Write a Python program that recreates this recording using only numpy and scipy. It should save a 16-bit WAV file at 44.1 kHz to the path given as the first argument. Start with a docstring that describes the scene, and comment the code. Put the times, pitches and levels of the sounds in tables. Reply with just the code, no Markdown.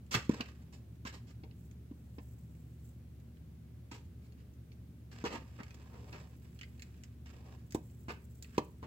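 """Kittens play in a cardboard box with a plush bed, close to a phone in a small, quiet room.
Throughout, motor and mains tones hum over rushing air, and chance touches tick. Early, paws strike the
panel into decaying oscillation and claws scrape by stick-slip; then fur brushes plush among lighter knocks.
From about 5 s bodies rub the cardboard, ticks cluster before 7 s, and firm thumps return after 7.7 s.
Box walls and room add brief reflections."""
import sys
import numpy as np
from scipy import signal
from scipy.fft import rfft, irfft, next_fast_len
from scipy.io import wavfile

SR = 44100
rng = np.random.default_rng(int(sys.argv[2]) if len(sys.argv) > 2 else 0)


def int16_out(signal):
    """Quantize to a 16-bit WAV file."""
    q = np.round(np.clip(np.atleast_2d(signal).T, -1, 1) * 32767)
    wavfile.write(sys.argv[1], SR, q.astype(np.int16))


N = 390726

# Levels are relative: the layers apply further gains, and each colour is normalised in power.
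# hum lines of motor and mains [f/Hz, rms level/dB, waver/dB]
HUM_LINES = [(59.2, -74.5, 1), (71.2, -55.5, 0.4), (110.3, -62, 4), (117.4, -69, 2.5), (119.5, -59, 2),
             (160.8, -67, 4.5), (178.2, -74, 2), (237, -69.5, 3), (364, -81, 1), (417, -83, 4.5)]
# colour of the room's still air [f/Hz, level/dB]
AIR_COLOUR = [(20, -30), (42, -19), (60, -7.5), (90, 0.5), (125, -2), (230, -7.5), (400, -20), (600, -26.5),
              (900, -34), (2400, -37), (5000, -42.5), (10000, -44.5), (15500, -41.5)]
# fur strokes on the plush bed [t/s, length/s, level/dB]
BRUSH_STROKES = [(1.497, 0.25, -73), (1.798, 0.94, -74.5), (2.35, 0.59, -78.5), (2.768, 0.23, -74),
                 (5.4, 2.1, -78), (7.486, 0.92, -73.5), (8.04, 0.96, -71.5)]
# colour of the plush fibres [f/Hz, level/dB]
PLUSH_COLOUR = [(100, -44), (4000, -18), (6300, -8), (7800, 1.5), (9500, -12), (11500, -7), (16000, -3.5)]
# spells of bodies rubbing on cardboard, one curve each [t/s, paper hiss level/dB, panel flex level/dB]
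RUB_CURVES = [
    [(0.31, -56.5, -71), (0.344, -60, -56), (0.445, -61, -65)],
    [(0.45, -70, -67), (0.506, -70.5, -74), (0.7, -88, -79)],
    [(5.116, -85, -83), (5.168, -66.5, -66), (5.24, -64.5, -68)],
    [(5.39, -74, -70), (5.66, -73.5, -73.5), (5.9, -75.5, -67), (6.064, -72.5, -63.5), (6.186, -67.5, -64),
     (6.296, -80, -72), (6.36, -73, -74)],
    [(6.42, -76.5, -77), (6.564, -85, -87), (6.854, -78, -80), (7.15, -84, -96)],
    [(7.26, -72, -90), (7.312, -69.5, -67.5), (7.432, -72.5, -62.5), (7.55, -72.5, -63.5), (7.68, -90, -90)],
    [(8.44, -83, -89), (8.575, -68.5, -80)],
]
# claw ticks on the toy and the floor [t/s, level/dB, snap level/dB]
TICK_EVENTS = [(0.146, -30, -16), (0.2935, -43, -7), (0.408, -28, -21), (0.458, -42.5, -20),
               (0.496, -54, -14), (1.0505, -59, -28), (1.4361, -48, -37), (1.511, -54.5, -43),
               (1.712, -60, -4), (2.1852, -47.5, -33), (3.3705, -62.5, -18), (4.322, -57, -15),
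               (4.7185, -52.5, -35), (5.6326, -40.5, -16), (5.7069, -46.5, -17), (5.745, -55, -4),
               (6.128, -39.5, -19), (6.59, -45, -16), (6.612, -38, -20), (6.6311, -37, -23),
               (6.7953, -49.5, -10), (6.8212, -38.5, -13), (7.0362, -51, -3), (7.7076, -55.5, 0),
               (7.7222, -48.5, 0), (7.7462, -40, -1), (8.4248, -51.5, 8.5), (8.4452, -47.5, -34),
               (8.5791, -33.5, -11)]
# colour of a tick's body [f/Hz, level/dB]
TICK_BODY_COLOUR = [(100, -25), (1000, -20.5), (1650, -0.5), (2600, 4), (3500, -8), (4400, -3.5),
                    (5500, -8.5), (9000, -55), (16000, -43.5)]
# colour of a tick's sharp snap [f/Hz, level/dB]
TICK_SNAP_COLOUR = [(100, -48.5), (3000, -13), (5000, -6.5), (7400, -0.5), (9200, -18.5), (12000, -15),
                    (16000, -11.5)]
# claws dragged over cardboard [t/s, drag length/s, level/dB, brightness/(dB per octave), flex level/dB]
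SCRAPE_EVENTS = [(0.1103, 0.013, -37, 3.5, -14), (0.138, 0.011, -26.5, 0.2, -15),
                 (0.39, 0.014, -48.5, -8, -5.5), (0.725, 0.021, -58.5, 4.5, -3.5),
                 (1.054, 0.026, -44.5, 0, -14), (1.125, 0.029, -53, 2.5, -4.5),
                 (1.269, 0.037, -64, 3.5, -9), (3.913, 0.0025, -45.5, 2, -8),
                 (3.937, 0.018, -53.5, 2.5, -4.5), (4.211, 0.055, -73.5, 4, -8),
                 (4.374, 0.032, -69, 0, -13), (5.113, .02, -58.5, 2.5, -7.5),
                 (5.249, 0.015, -37, -1.5, -3.5), (5.305, 0.053, -44.5, -0.5, 1),
                 (5.588, 0.02, -52.5, -8, -0.5), (5.909, 0.051, -66.5, -6.5, 2),
                 (6.121, 0.036, -53, -3, -1), (7.256, 0.0049, -57.5, 0, -10), (8.083, 0.023, -44, -3, -5.5),
                 (8.824, 0.022, -57.5, -4, 0)]
# colour of scraped cardboard [f/Hz, level/dB]
CARD_COLOUR = [(60, -20), (350, -11.5), (850, -13.5), (1150, -0.5), (1650, 2.5), (2700, 1), (3400, -5),
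               (4500, -2.5), (6000, -10), (7700, -7.5), (9200, -30), (12000, -20), (16000, -26.5)]
# narrow resonances of scraped cardboard [f/Hz, width/Hz, level/dB]
CARD_RESONANCES = [(1216, 230, 3.7), (1680, 130, 4.2), (2680, 360, 3.1), (3770, 36, 2.3), (5480, 240, 6),
                   (7300, 60, 1.8)]
# colour of the flexing panel [f/Hz, level/dB]
FLEX_COLOUR = [(25, -16.5), (100, -5), (250, 1), (440, -0.5), (650, -8.5), (950, -3), (1400, -25),
               (2500, -27.5), (16000, -76)]
# paw thumps on the cardboard [t/s, level/dB, panel f/Hz, box ring level/dB, slap level/dB]
THUMP_EVENTS = [(0.1467, -29.5, 246, -15, -18), (0.151, -24.5, 133, -27, -26),
                (0.167, -31.5, 133, -10.5, -30), (0.2945, -13.5, 243, -30.5, -22.5),
                (0.332, -36, 223, -18, -15), (0.404, -32.5, 244, -13.5, -10.5),
                (1.051, -39.5, 240, -20, 2.5), (1.435, -47.5, 305, -6.5, -18), (1.912, -37, 261, -30, -25),
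                (2.183, -40, 290, -11, -22.5), (3.916, -42, 272, -26, -19), (4.061, -40, 89, -43, -40),
                (5.24, -28, 290, -10.5, -7.5), (5.255, -40, 242, -4.5, -12), (5.601, -38.5, 217, -19, -8.5),
                (7.748, -21, 332, -18, -14), (8.083, -39.5, 274, -11, -2), (8.5803, -16.5, 344, -17.5, -8),
                (8.828, -40, 302, -6, -10.5)]
# colour of a pad slapping cardboard [f/Hz, level/dB]
SLAP_COLOUR = [(100, -8), (600, -12), (1000, 5.5), (1600, -10), (3000, -17.5), (7000, -21), (9200, -47),
               (16000, -31)]
# modes of the box [f/Hz, level/dB, t60/s]
BOX_MODES = [(149.5, -16.5, 0.29), (232, 3, 0.14), (367, 6.5, 0.029), (450, 0.5, 0.16), (539, -17, 0.32),
             (605, -9.5, 0.3), (785, -7, 0.15), (895, -15.5, 0.1), (1032, -2, 0.083), (1140, -15.5, 0.081),
             (1420, -28, .1)]
# difference of the two microphone ports, left minus right [f/Hz, level/dB]
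PORT_DIFFERENCE = [(100, 1), (280, 0.5), (520, 4), (950, -3), (1500, -1.5), (2600, -3), (3300, -10),
                   (3700, -1.5), (5300, -2.5), (6200, -6), (7400, -5.5), (8500, 8.5), (12000, -1.5)]

TIME = np.arange(N) / SR
FREQ = np.maximum(np.arange(2049) * SR / 4096, 1)
SIGN = np.array([[1], [-1]])  # left, right
AIR_DB, TOP_HZ = -55.5, 15850
# lighter touches come by chance, between the listed ticks
TICK_T60_S, TOUCHES_PER_S, TOUCH_DB, TOUCH_SNAP_DB = 0.014, 2.2, -66.5, -6
# share of force at the catch, share of the drag spent building up, quick release, faint settling rustle
CATCH, BUILD_SHARE, RELEASE_T60_S, SETTLE_DB, SETTLE_T60_S = 0.51, 0.61, 0.11, -11, 0.31
# sparse larger slips during rubbing
CRACKS_PER_S, CRACK_DB = 53, -5
# swell time in panel periods for a firm thump; it doubles for each step down in level
FIRM_DB, FIRM_SWINGS, SOFTER_DB_PER_DOUBLING = -16, 0.41, 28


def undb(db):
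    """Amplitude ratio of a level in decibels."""
    return 10 ** (np.asarray(db) / 20)


def unit(x):
    """Normalisation to rms 1."""
    return x / np.sqrt(np.mean(x ** 2))


def add(track, s, sound):
    """Superposition of a sound on a track from time s."""
    i = int(np.clip(s * SR, 0, N))
    track[..., i:i + sound.shape[-1]] += sound[..., :N - i]


def fade(t, t60):
    """Exponential decay, 60 dB down at t60."""
    return np.exp(-np.log(1000) * t / max(t60, 1 / SR))


def convolve(x, response):
    """Linear filtering: one or two channels convolved with an impulse response."""
    return signal.oaconvolve(np.atleast_2d(x), np.atleast_2d(response), axes=1)[:, :x.shape[-1]]


def spectrum(points, freq=FREQ):
    """Interpolation of (f/Hz, level/dB) points on a logarithmic frequency axis."""
    hz, db = np.transpose(points)
    return np.interp(np.log(freq), np.log(hz), db)


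def tone(points, extra_db=0):
    """Spectral gains normalised so that white noise keeps its power."""
    return unit(undb(spectrum(points) + extra_db))


def colour(x, gain):
    """Minimum-phase filtering: a folded cepstrum makes the gains at FREQ causal."""
    cepstrum = irfft(np.log(gain))
    cepstrum[1:len(gain) - 1] *= 2
    cepstrum[len(gain):] = 0
    response = irfft(np.exp(rfft(cepstrum)))
    return convolve(x, response)


def diffuse(size, split_hz):
    """Diffuse-field coherence: noise alike at both ports in the bass, unrelated in the treble."""
    mid, side = rfft(rng.standard_normal((2, size)))
    freq = np.arange(len(mid)) * SR / size
    likeness = 1 / (1 + (freq / split_hz) ** 2)
    common = mid * np.sqrt((1 + likeness) / 2)
    opposed = SIGN * side * np.sqrt((1 - likeness) / 2)
    return irfft(common + opposed, size)


def walk(rate):
    """Slow random modulation: normal values, rate per second, joined by straight lines."""
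    knots = rng.standard_normal(4096)
    return np.interp(TIME * rate, np.arange(len(knots)), knots)


def slips(rate, spread_db):
    """Stick-slip friction: random tiny clicks of uneven size, rate per second on average."""
    hit = rng.random(N) < rate / SR
    polarity = rng.choice([-1, 1], N)
    size = undb(spread_db * np.minimum(rng.exponential(size=N), 3))
    return unit(hit * polarity * size)


def place(sound, walls_db, walls_t60=0.041, lag_s=0.00029):
    """Early reflection and arrival delay: each spot has its own walls; the left port hears it later."""
    t = TIME[:2048]
    walls = diffuse(size=len(t), split_hz=600) * fade(t, walls_t60) * (t > 0.0004)
    response = undb(walls_db) * unit(walls) / np.sqrt(len(t))
    response[[0, 1], [int(lag_s * SR), 0]] += 1  # direct sound
    return convolve(sound, response / np.sqrt(1 + undb(2 * walls_db)))


def scatter(grains, count=2):
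    """Distributed contact: slips shared among a few spots, each with its own reflections."""
    spot = rng.integers(count, size=len(grains))
    return sum(place(grains * (spot == k), walls_db=3.5, walls_t60=0.036) for k in range(count))


def paper(bright_db):
    """Resonant radiation of scraped cardboard, tilted by bright_db per octave."""
    rings = sum(db / (1 + (2 * (FREQ - hz) / width) ** 2) for hz, width, db in CARD_RESONANCES)
    octaves = np.log2(np.clip(FREQ, 600, 8000) / 2500)
    return tone(CARD_COLOUR, rings) * undb(bright_db * octaves)


def background():
    """Periodic and broadband noise: wavering hum lines over the low rush of the room."""
    out = np.zeros((2, N))
    for hz, db, waver_db in HUM_LINES:
        level = undb(db + waver_db * walk(rate=2.3))
        phase = 2 * np.pi * (hz * TIME + rng.random()) + 0.25 * waver_db * walk(rate=1.89)
        out += level * np.sqrt(2) * np.sin(phase)  # rms to peak
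    return out + undb(AIR_DB) * colour(diffuse(size=N, split_hz=560), tone(AIR_COLOUR))


def echoes(x, room_db, room_t60, dull_hz):
    """Reverberation: a short, dull diffuse tail of the room builds up and decays around the box."""
    t = TIME[:SR // 2]
    room = diffuse(size=len(t), split_hz=1200) * fade(t, room_t60) * (1 - fade(t, 0.043))
    room = undb(room_db) * unit(room) / np.sqrt(len(t))
    dulling = signal.butter(1, dull_hz, fs=SR, output="sos")
    return convolve(x, signal.sosfilt(dulling, room))


def brushes():
    """Fibre friction: plush flicks past fur in soft, uneven strokes."""
    press = np.zeros(N)
    for s, length, db in BRUSH_STROKES:
        add(press, s, undb(db) * np.hanning(int(length * SR)))
    strokes = undb(3.8 * walk(rate=60))
    fibres = press * strokes * slips(rate=2700, spread_db=10)
    return colour(place(fibres, walls_db=2), tone(PLUSH_COLOUR))


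def rubs(hiss_db=4, flex_db=3, bright_db=0.0, rough_db=3.5, uneven_db=2.0):
    """Sustained stick-slip: shifting bodies make sparser, drawn-out slips that hiss and flex the panel."""
    hiss, flex = np.zeros((2, N))
    for curve in RUB_CURVES:
        s, hiss_level, flex_level = np.transpose(curve)
        during = (TIME > s[0]) & (TIME < s[-1])
        hiss += during * undb(np.interp(TIME, s, hiss_level) + hiss_db)
        flex += during * undb(np.interp(TIME, s, flex_level) + flex_db)
    grip = undb(rough_db * walk(rate=160) + uneven_db * walk(rate=39))
    rubbing = unit(slips(rate=1600, spread_db=4.5) * grip)
    cracks = undb(CRACK_DB) * slips(rate=CRACKS_PER_S, spread_db=2.5)
    grains = scatter(rubbing + cracks, count=3)
    return colour(hiss * grains, paper(bright_db)) + colour(flex * grains, tone(FLEX_COLOUR))


def ticks(body_db=-2.0, snap_db=4.5):
    """Impact excitation: a landing claw tip gives a brief decaying burst, with a bright snap when sharp."""
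    t = TIME[:SR // 10]
    out = np.zeros((2, N))
    # one chance touch at a random moment of each interval
    touches = [((k + when) / TOUCHES_PER_S, TOUCH_DB, TOUCH_SNAP_DB)
               for k, when in enumerate(rng.random(size=40))]
    for s, db, sharp_db in list(TICK_EVENTS) + touches:
        body = undb(body_db) * tone(TICK_BODY_COLOUR)
        snap = undb(sharp_db + snap_db) * tone(TICK_SNAP_COLOUR)
        burst = rng.standard_normal(len(t)) * fade(t, TICK_T60_S)
        tick = colour(burst, np.hypot(body, snap))
        add(out, s, undb(db) * place(tick, walls_db=0.5, walls_t60=0.057))
    return out


def scrapes(paper_db=-2.5, flex_gain_db=2.5, rough_db=2.16):
    """Stick-slip: a claw catches, drags harder and lets go; slips hiss in the paper and flex the panel."""
    out = np.zeros((2, N))
    t = TIME[:SR // 2]
    grains = unit(slips(rate=5000, spread_db=3) * undb(rough_db * walk(rate=230)))
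    for s, length, db, bright_db, flex_db in SCRAPE_EVENTS:
        build = np.minimum(CATCH + (1 - CATCH) * t / (BUILD_SHARE * length), 1)
        after = np.maximum(t - length, 0)
        release = np.hypot(fade(after, RELEASE_T60_S), undb(SETTLE_DB) * fade(after, SETTLE_T60_S))
        drag = undb(db) * build * release
        start = rng.integers(N - len(t))
        contact = scatter(drag * grains[start:start + len(t)])
        hiss = undb(paper_db) * paper(bright_db)
        flex = undb(flex_db + flex_gain_db) * tone(FLEX_COLOUR)
        add(out, s, colour(contact, np.hypot(hiss, flex)))
    return out


def thumps(ring_gain_db=-5.0, flutter_db=0.0, flutter_t60=0.13, left_db=-0.5):
    """Modal excitation: a paw swings the panel briefly, slaps its face and rings the box."""
    t = TIME[:SR // 4]
    out = np.zeros((2, N))
    ring = sum(undb(db) * fade(t, t60) * np.sin(2 * np.pi * hz * t) for hz, db, t60 in BOX_MODES)
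    for s, db, hz, ring_db, slap_db in THUMP_EVENTS:
        flutter_noise, slap_noise = rng.standard_normal((2, len(t)))
        # softer paws press for longer
        swell = FIRM_SWINGS / hz * 2 ** ((FIRM_DB - db) / SOFTER_DB_PER_DOUBLING)
        swing = t / swell * np.exp(1 - t / swell) * np.sin(2 * np.pi * hz * t)
        # many weaker modes blur into a noisy flutter behind the clear ones
        flutter = colour(flutter_noise * fade(t, flutter_t60), tone(FLEX_COLOUR))
        box = undb(ring_gain_db) * ring + undb(flutter_db) * flutter
        slap = colour(slap_noise * fade(t, 0.03), tone(SLAP_COLOUR))
        add(out, s, undb(db) * place(swing, walls_db=-9.5, walls_t60=0.027, lag_s=0.00015))
        add(out, s, undb(db + ring_db) * place(box, walls_db=-9.5, lag_s=0.00027))
        add(out, s, undb(db + slap_db) * place(slap, walls_db=-1.5))
    # a small panel radiates little deep bass
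    radiation = signal.butter(2, 60, "high", fs=SR, output="sos")
    return signal.sosfilt(radiation, out) * undb(-0.5 + SIGN * left_db / 2)


def scene():
    """Superposition: play and its room echo, shaded differently at the two ports, over the hum."""
    claws = scrapes() + rubs() + ticks() + brushes()
    thud = thumps()
    # the floor of the box sends less into the room than its walls do
    into_room = claws + undb(-3.5) * thud
    play = claws + thud + echoes(into_room, room_db=-11.0, room_t60=0.27, dull_hz=3500)
    size = next_fast_len(N, real=True)
    freq = np.maximum(np.arange(size // 2 + 1) * SR / size, 1)
    shade = undb(SIGN * spectrum(PORT_DIFFERENCE, freq) / 2)
    return irfft(rfft(play, size) * shade, size)[:, :N] + background()


def record(dry):
    """Band limiting: the phone cuts steeply above TOP_HZ."""
    return signal.sosfilt(signal.ellip(10, 0.2, 70, TOP_HZ, fs=SR, output="sos"), dry)


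dry = scene()
out = record(dry)
int16_out(out)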